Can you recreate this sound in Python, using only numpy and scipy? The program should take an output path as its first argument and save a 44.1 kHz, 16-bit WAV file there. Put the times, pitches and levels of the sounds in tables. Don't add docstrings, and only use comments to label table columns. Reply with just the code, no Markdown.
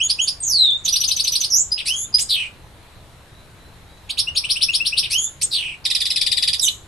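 import sys
import numpy as np
from scipy import signal
from scipy.fft import rfft, irfft
from scipy.io import wavfile
from scipy.ndimage import uniform_filter1d

SR = 44100
rng = np.random.default_rng(int(sys.argv[2]) if len(sys.argv) > 2 else 0)


def master_out(mix):
    frames = np.transpose(np.atleast_2d(mix))
    ceiling = np.clip(frames, -1, 1)
    pcm = np.round(ceiling * 32767).astype(np.int16)
    wavfile.write(sys.argv[1], SR, pcm)


def gain_from_db(level_db):
    decades = np.asarray(level_db, float) / 20
    return 10 ** decades


N = 302967

# f/Hz, level/dB per Hz
HUM_SPECTRUM = [(12, -52.5), (20, -3), (93, -1.5), (148, -8), (236, -17), (278, -15), (766, -18),
                (928, -18), (1040, -18.5), (3190, -26), (3970, -22.5), (4810, -32), (12500, -33.5),
                (14000, -74)]
HUM_DB = -44.5
# f/Hz, correlation
HUM_CORRELATION = [(60, 0.85), (180, 0.9), (530, 0.89), (1600, 0.44), (4770, 0.33), (14200, 0.12)]
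# t/s, left minus right level/dB
HEAD_TURNS = [(0.0, -1), (0.48, -6.5), (0.649, 0), (0.82, -6.5), (1.07, 5), (1.59, -5.5), (1.76, 2.5),
              (2.07, -3.5), (2.559, 2), (3.861, 17.5), (4.151, -8), (4.26, 3), (4.82, 5.5), (5.43, -1),
              (5.8, 0), (5.95, -6), (6.39, 9.5), (6.52, -7.5)]
# left delay/s, right delay/s, level/dB
ECHOES = [(.0031, 0.0043, -9.5), (.0078, 0.015, -7), (0.0122, 0.0092, -15)]
# f/Hz, level/dB
MIC_RESPONSE = [(1300, -22), (2100, -0.5), (5000, -2), (9000, 1.5), (11500, -1), (12500, -12),
                (14000, -18.5)]
# t/s, length/s, start f/Hz, end f/Hz, level/dB
FAR_WHISTLES = [
    (3.314, 0.16, 3750, 4020, -56.5),
    (3.55, 0.23, 3820, 4130, -60),
    (3.846, 0.2, 3660, 4000, -57.5),
]

# f/Hz, level/dB per Hz
AIR_SPECTRUM = [(1500, -55), (2300, -9.5), (3500, 8), (5600, -4), (6400, -11.5), (7200, -25), (7900, -4.5),
                (10500, -19), (12000, -16.5), (13500, -16)]
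# f/Hz, level/dB
WINDPIPE = [(1700, -17.5), (2500, 0), (5700, -1.5), (6300, -14), (6900, -21.5), (7500, -20.5), (8200, -0.5)]

# share of length, pitch f/Hz, fundamental level/dB, overtone level/dB
SWOOP = [(0, 2403, -13.5, -17.5), (.22, 3040, 0.5, -21.5), (.46, 3340, -12.5, -3.5),
         (.74, 3462, -29.5, -5.5), (1, 3583, -16, -24)]
SLIDE = [(0, 6950, -9, -14), (.13, 6650, -6, -5), (.22, 5810, -7.5, 3), (.31, 4740, -4.5, -3),
         (.46, 4180, -2.5, -10), (.6, 3853, 0, 2.5), (.81, 3520, -4, 4), (1, 3728, -11.5, -18)]
CLIMB = [(0, 6220, -13.5, -26), (.21, 5430, 1, -12.5), (.4, 5975, 1, 0.5), (.56, 6740, -0.5, -66),
         (.75, 7410, -2.5, -32), (1, 7900, -52, -24)]
BUZZ = [(0, 4900, -11, -14), (.12, 4345, 0, -2), (.25, 3770, 0, -6.5), (.43, 2842, -9, -16.5),
        (.68, 2780, -9, -19), (1, 2547, -21.5, -29.5)]
CLOSE = [(0, 4140, -26, -31.5), (.31, 3720, 2.5, -2), (.65, 2970, -25, -20), (1, 2993, 1.5, -32)]
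# shape, third harmonic re second level/dB, warble f/Hz, depth as share of pitch, throb (0-1)
VOICES = [
    (SWOOP, -7.5, 110, 0.013, 0.17),
    (SLIDE, -17, 114.2, 0.021, 0.53),
    (CLIMB, -22, 178, 0.033, 0.01),
    (BUZZ, 2.5, 91, .125, 0.34),
    (CLOSE, -10, 125.3, .031, 0.25),
]
# t/s, length/s, fundamental level/dB, overtone level/dB
LONG_NOTES = [
    [(0, 0.073, -15.5, -17.5), (.185, 0.081, -17.5, -18), (1.875, 0.19, -21, -19), (5.125, .16, -18, -17)],
    [(.425, 0.35, -15, -31.5)],
    [(1.496, 0.16, -17.5, -24.5)],
    [(2.284, 0.2, -18, -31), (5.503, .26, -21.5, -35)],
    [(6.612, 0.075, -16, -4)],
]

# t/s, length/s, start f/Hz, end f/Hz, level/dB
RISES = [(.092, 0.029, 4133, 5180, -13.5), (.272, 0.025, 4103, 5356, -14.5),
         (0.398, 0.098, 8300, 7880, -38.5), (4.092, 0.026, 1885, 5020, -23), (4.434, .027, 2028, 3250, -24),
         (4.554, .028, 2335, 3180, -25), (6.679, 0.013, 2800, 4320, -17)]
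CHURRS = [(1.854, 0.054, 4007, 5425, -25), (2.181, 0.051, 2790, 8700, -23),
          (5.099, 0.058, 4050, 5660, -24.5), (5.412, .035, 3336, 8220, -22.5)]
FALLS = [(6.595, 0.0094, 5950, 4605, -16.5)]
PIPS = [(1.589, 0.041, 6670, 7600, -28), (1.716, 0.02, 4884, 5055, -12), (2.14, 0.023, 4864, 5010, -6)]

# third harmonic level/dB, half-pitch level/dB, air level/dB,
# bend, peakedness, lateness of peak
RISE = (-12.5, -37.5, -14, 1.22, 0.96, 1.21)
CHURR = (-17.5, -9, -14, 1.7, 0.45, 1.13)
FALL = (-9.5, -46, -18, 2, 0.85, 0.58)
PIP = (-28, -55, -35.5, 1.33, 0.7, 1.12)
TICK = (-14, -11.5, -9.5, 1.88, 1.7, 0.77)
CHIRP = (-14.5, -30.5, -11, 1.6, 1, 1.69)
HOOK = (-19, -14, -10, 1, 0.3, 1.7)
HAZE = (-26, -32, 8.5, 2, 1.3, 0.55)
RASP = (.35, .6, .1, .07, .25, .25, .7, .7)
SECOND_DB = (-14.5, -5, -12.5, -21, -15, -12, -25, -19.5)

# t/s, high note f/Hz, high note level/dB, rise level/dB
TRILL = [(.848, 6960, -18.5, -14), (.925, 5884, -15.5, -14), (1.004, 5900, -18, -15),
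         (1.078, 6600, -17, -15), (1.162, 6300, -21, -16), (1.239, 6350, -21, -15),
         (1.32, 6010, -17.5, -14), (1.404, 6510, -18.5, -17)]
HIGH_S, HIGH_END_HZ, HAZE_AFTER_S, RISE_AFTER_S = 0.021, 5826, 0.007, 0.028
# length/s, start f/Hz, end f/Hz, level/dB
TRILL_HAZE = (0.0251, 5503, 2499, -38.5)
# length/s, start f/Hz, end f/Hz
TRILL_RISE = (.025, 3000, 5430)
# t/s, level/dB
HOOKS = [
    (1.775, -28),
    (5.027, -27),
]
# length/s, start f/Hz, end f/Hz
HOOK_UP = (.022, 2500, 3900)
HOOK_DOWN = (.024, 3800, 2200)
HOOK_TURN_S = 0.017
# t/s, level/dB, under voice level/dB
CHIRPS = [(4.168, -16.5, -20.5), (4.348, -16.5, -20.5), (4.485, -15, -23.5), (4.603, -13.5, -28),
          (4.725, -15.5, -24), (4.843, -17, -24), (4.96, -14.5, -21)]
# length/s, start f/Hz, end f/Hz
CHIRP_UP = (.045, 1800, 5700)
UNDER = (0.019, 2800, 4650)
UNDER_AFTER_S, PEEP_S = 0.017, 0.027
# t/s, start f/Hz, end f/Hz, level/dB
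PEEPS = [(4.27, 2620, 2935, -22), (4.683, 2437, 2884, -20), (4.799, 2487, 2814, -20.5),
         (4.921, 2327, 2940, -23)]
# t/s, level/dB, lean towards the high start level/dB
RATTLE = [(5.8524, -8.5, 0.5), (5.9013, -8.5, -0.5), (5.9496, -7.5, 2), (6.0045, -9, -0.5),
          (6.0545, -10.5, 0.8), (6.104, -8.5, 1.5), (6.1597, -8, 1.1), (6.2133, -7, 3.5), (6.2642, -8, 0.5),
          (6.316, -7.5, 1), (6.37, -9.5, -1), (6.425, -7.5, 0.3), (6.4764, -5.5, 1.2), (6.5305, -9, 2.5)]
# start f/Hz, end f/Hz
TICK_HEAD_HZ = (5430, 4523)
TICK_TAIL_HZ = (4636, 3350)
TICK_HEAD_S, TICK_BREAK_S, TICK_TAIL_S = 0.015, 0.005, 0.022

SPLIT, TOP, SHIFT, SLOT, FIRST = 19, 40, 16, 8, 3
LIMIT_EDGES = [0, 7, 16]
# t/s, length/s, f/Hz, level/dB
TONES = [(0.033, 0.044, 6680, -19), (0.215, 0.035, 6680, -19.5), (0.401, 0.054, 8340, -29),
         (0.578, 0.023, 8400, -32), (1.72, 0.037, 10540, -41), (2.002, 0.051, 11150, -34.5),
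         (2.326, 0.031, 12000, -41), (4.092, 0.026, 6718, -42), (4.181, 0.022, 6610, -35),
         (4.349, 0.019, 6718, -37), (4.719, 0.038, 6660, -39.5), (5.181, 0.026, 6564, -18.5),
         (5.428, 0.03, 8441, -18), (5.525, 0.048, 8400, -36), (6.661, 0.015, 6029, -18.5)]
# f/Hz, level/dB
THRIFT = [(5600, -0.5), (6500, 12), (7400, 6), (8200, 1), (11000, -4.5), (12000, 8)]


def evened(x):
    return x / np.sqrt(np.mean(abs(x) ** 2) + 1e-20)


def read(points, hz):
    f, value = np.transpose(points)
    return np.interp(np.log(hz + 1), np.log(f + 1), value)


def add(mix, s, sound):
    part = mix[..., round(s * SR):][..., :len(sound)]
    part += sound[:part.shape[-1]]


def wobble(noise, size):
    return evened(uniform_filter1d(uniform_filter1d(noise, size), size))


def hum():
    frames, hz = N // 256 + 5, np.fft.rfftfreq(1024, 1 / SR)
    a, b, c, d, patches = rng.standard_normal((frames, 513, 5)).T
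    patches = uniform_filter1d(patches, size=12, axis=0)
    patches = evened(uniform_filter1d(patches, size=14, axis=1))
    same = np.clip(read(HUM_CORRELATION, hz), -1, 1)[:, None]
    left = a + 1j * b
    right = same * left + np.sqrt(1 - same ** 2) * (c + 1j * d)
    balance_db = np.array([0.4, -0.4])[:, None, None]
    z = np.array([left, right]) * gain_from_db(read(HUM_SPECTRUM, hz)[:, None] + 1.2 * patches + balance_db)
    return gain_from_db(HUM_DB) * evened(signal.istft(z, nperseg=1024, noverlap=768)[1][:, :N])


def finch():
    hz = np.fft.rfftfreq(N + 1, 1 / SR)
    fast = np.array([wobble(v, size=14) for v in rng.standard_normal((2, N))])
    air = irfft(rfft(rng.standard_normal(N + 1)) * gain_from_db(read(AIR_SPECTRUM, hz)))[:N]
    chance = np.vstack([fast, evened(air)])
    slow = wobble(rng.standard_normal(N), size=150)
    kinds = (RISE, CHURR, FALL, PIP, TICK, CHIRP, HOOK, HAZE)
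    rise, churr, fall, pip, tick, chirp, hook, haze = (
        syllables(*row, chance) for row in zip(score(), kinds, RASP, SECOND_DB))
    sweeps = rise + chirp + hook + haze
    sweeps = irfft(rfft(sweeps, N + 1) * gain_from_db(read(WINDPIPE, hz)))[:N]
    return sweeps + churr + fall + pip + tick + long_notes(slow, fast[0])


def whistle(hz, levels_db):
    turn = 2 * np.pi * np.cumsum(hz) / SR
    return np.sqrt(2) * sum(gain_from_db(db) * np.sin((k + 1) * turn) for k, db in enumerate(levels_db))


def long_notes(chance, shake):
    out = np.zeros(N)
    for (shape, third_db, rate_hz, depth, throb), notes in zip(VOICES, LONG_NOTES):
        share, *columns = np.transpose(shape)
        for s, length, first_db, second_db in notes:
            u = np.linspace(0, 1, round(length * SR))
            hz, first, second = (np.interp(u, share, c) for c in columns)
            slow = chance[round(s * SR):][:len(u)]
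            quick = shake[round(s * SR):][:len(u)]
            beat = 2 * np.pi * np.cumsum(rate_hz * (1 + 0.51 * slow)) / SR
            swell = (1 + throb * np.sin(beat + 1.7)) * gain_from_db(0.95 * slow[::-1])
            swell = swell * signal.windows.tukey(len(u), 0.12)
            warbled_hz = hz * (1 + depth * (np.sin(beat) + 0.38 * quick))
            levels_db = first + first_db, second + second_db, second + second_db + third_db
            add(out, s, swell * whistle(warbled_hz, levels_db))
    return out


def walls(x, near_t60=0.15, far_t60=0.39, far_db=-16, gap_s=0.0005):
    taps = np.zeros((2, SR // 2))
    grid = np.arange(0, SR // 2 - 24, 24)
    at = grid + rng.integers(0, 24, (2, len(grid)))
    np.put_along_axis(taps, at, rng.choice([-1., 1.], at.shape), axis=1)
    t = np.arange(SR // 2) / SR
    decay = gain_from_db(-60 * t / near_t60) + gain_from_db(far_db - 60 * t / far_t60)
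    taps *= decay * np.clip(t / gap_s, 0, 1) ** 2
    return signal.fftconvolve(x[None], taps / np.linalg.norm(taps[0]), axes=1)[:, :N]


def syllables(rows, kind, rasp, second_db, chance):
    out = np.zeros(N)
    third_db, half_db, air_db, bend, peaked, skew = kind
    for s, length, start_hz, end_hz, db in rows:
        u = np.linspace(0, 1, round(length * SR))
        a, b, air = chance[:, round(s * SR):][:, :len(u)]
        hz = (end_hz + (start_hz - end_hz) * (1 - u) ** bend) * (1 + rasp * a / 10)
        swell = np.sin(np.pi * u ** skew).clip(0) ** peaked
        swell = swell * signal.windows.tukey(len(u), 0.2) * (1 + rasp * b)
        tone = whistle(hz, [db, db + second_db, db + third_db])
        half = (1 - u) * whistle(hz / 2, [db + half_db])
        add(out, s, swell * (tone + half + gain_from_db(db + air_db) * air))
    return out


def score():
    rises, falls, haze = trill()
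    return rises + RISES, CHURRS, falls + FALLS, peeps() + PIPS, ticks(), chirps(), hooks(), haze


def trill():
    rises = [(s + RISE_AFTER_S, *TRILL_RISE, db) for s, _, _, db in TRILL]
    falls = [(s, HIGH_S, hz, HIGH_END_HZ, db) for s, hz, db, _ in TRILL]
    haze = [(s + HAZE_AFTER_S, *TRILL_HAZE) for s, *_ in TRILL]
    return rises, falls, haze


def hooks():
    up = [(s, *HOOK_UP, db) for s, db in HOOKS]
    return up + [(s + HOOK_TURN_S, *HOOK_DOWN, db) for s, db in HOOKS]


def far_bird():
    out = np.zeros(N)
    for s, length, start_hz, end_hz, db in FAR_WHISTLES:
        u = np.linspace(0, 1, round(length * SR))
        hz = start_hz + (end_hz - start_hz) * np.sqrt(u)
        add(out, s, np.sin(np.pi * u) * whistle(hz, [db]))
    return out * (1 + 0.38 * wobble(rng.standard_normal(N), size=200))


def chirps():
    upper = [(s, *CHIRP_UP, db) for s, db, _ in CHIRPS]
    return upper + [(s + UNDER_AFTER_S, *UNDER, db) for s, _, db in CHIRPS]


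def peeps():
    return [(s, PEEP_S, *rest) for s, *rest in PEEPS]


def ticks():
    late, tune = rng.standard_normal((len(RATTLE), 2)).clip(-2, 2).T * [[0.0015], [0.018]]
    heads, tails = [], []
    for (s, db, lean), d, e in zip(RATTLE, late, 1 + tune):
        heads.append((s - 0.002, TICK_HEAD_S + d, *np.multiply(TICK_HEAD_HZ, e), db - 9.5 + lean))
        tails.append((s + TICK_BREAK_S + d, TICK_TAIL_S, *np.multiply(TICK_TAIL_HZ, e), db - 10.0 - lean))
    return heads + tails


def scene():
    grid = np.linspace(0, 1, 65)
    mic = signal.firwin2(129, grid, gain_from_db(read(MIC_RESPONSE, grid * SR / 2)))
    bird = signal.oaconvolve(finch(), mic, "same")
    pan_db = np.interp(np.arange(N) / SR, *np.transpose(HEAD_TURNS))
    near = gain_from_db(2.0 + np.array([pan_db, -pan_db]) / 2) * bird
    for left_s, right_s, db in ECHOES:
        add(near[0], left_s, gain_from_db(db) * bird)
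        add(near[1], right_s, gain_from_db(db) * bird)
    return near + gain_from_db(-1.0) * walls(bird) + far_bird() + hum()


def grouped(power, edges, axis):
    width = np.diff(np.r_[edges, power.shape[axis]])
    mean = np.add.reduceat(power, edges, axis=axis) / (width[:, None] if axis == 1 else width)
    return np.repeat(mean, width, axis=axis) + 1e-14


def slots(power):
    power = grouped(power, np.r_[0, np.arange(FIRST, power.shape[-1], SLOT)], axis=2)
    return grouped(power, np.r_[0:6, 6:power.shape[1]:2], axis=1)


def coarse(x, step_db=-2.5):
    z = signal.stft(x, nperseg=1024, noverlap=512, window="cosine")[2]
    power = abs(uniform_filter1d(abs(z) ** 2, size=16, axis=1)) + 1e-16
    finer_bass = np.clip(np.linspace(0, 12, z.shape[1]), 0.1, 1)[:, None]
    step = gain_from_db(step_db) * np.sqrt(power) * finer_bass
    z = step * (np.round(z.real / step) + 1j * np.round(z.imag / step))
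    return signal.istft(z, nperseg=1024, noverlap=512, window="cosine")[1][:, :N]


def rebuilt_treble(x, hiss_db=-10.0, limit_db=11.5):
    z, low = (signal.stft(v, nperseg=128, noverlap=96)[2] for v in (x, coarse(x)))
    copy = low[:, np.arange(TOP - SPLIT) % SHIFT + SPLIT - SHIFT]
    noise = evened(signal.stft(rng.standard_normal(N), nperseg=128, noverlap=96)[2][SPLIT:TOP])
    want, have = slots(abs(z[:, SPLIT:TOP]) ** 2), slots(abs(copy) ** 2)
    group_gain = grouped(want, LIMIT_EDGES, axis=1) / grouped(have, LIMIT_EDGES, axis=1)
    gain = np.sqrt(np.minimum(want / have, gain_from_db(limit_db) ** 2 * group_gain))
    high = (copy + gain_from_db(hiss_db) * np.sqrt(have) * noise) * gain
    z = np.concatenate([low[:, :SPLIT], high, gain_from_db(-47.0) * z[:, TOP:]], axis=1)
    out = signal.istft(z, nperseg=128, noverlap=96)[1][:, :N]
    for s, length, hz, db in TONES:
        size = round(length * SR)
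        centre_hz = (hz // (SR / 128) + 0.5) * SR / 128
        add(out, s, signal.windows.tukey(size, 0.15) * whistle(np.full(size, centre_hz), [db]))
    return out


def gaps(x, below_db=-41.0, from_hz=1600, whim_db=4.5):
    hz, _, z = signal.stft(x, SR, nperseg=1024, noverlap=512, window="cosine")
    edges = np.arange(0, 513, 16)
    power = grouped((abs(z) ** 2).mean(0, keepdims=True), edges, axis=1)
    whim = evened(uniform_filter1d(rng.standard_normal((z.shape[2], 33)), size=8, axis=0))
    whim = whim.T[np.arange(513) // 16]
    bar = gain_from_db(below_db + read(THRIFT, hz)[:, None] + whim_db * whim) ** 2
    starved = (power < bar * power.max(axis=1, keepdims=True)) & (hz[:, None] > from_hz)
    z = z * np.where(starved, gain_from_db(-22.0), 1)
    return signal.istft(z, nperseg=1024, noverlap=512, window="cosine")[1][:, :N]


def roll_off(x):
    return signal.sosfilt(signal.butter(12, 14840, fs=SR, output="sos"), x)


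def record(dry):
    loud = np.tanh(dry)
    mix = np.clip(gaps(rebuilt_treble(loud)), -0.95, 0.95)
    return roll_off(mix)


dry = scene()
out = record(dry)
master_out(out)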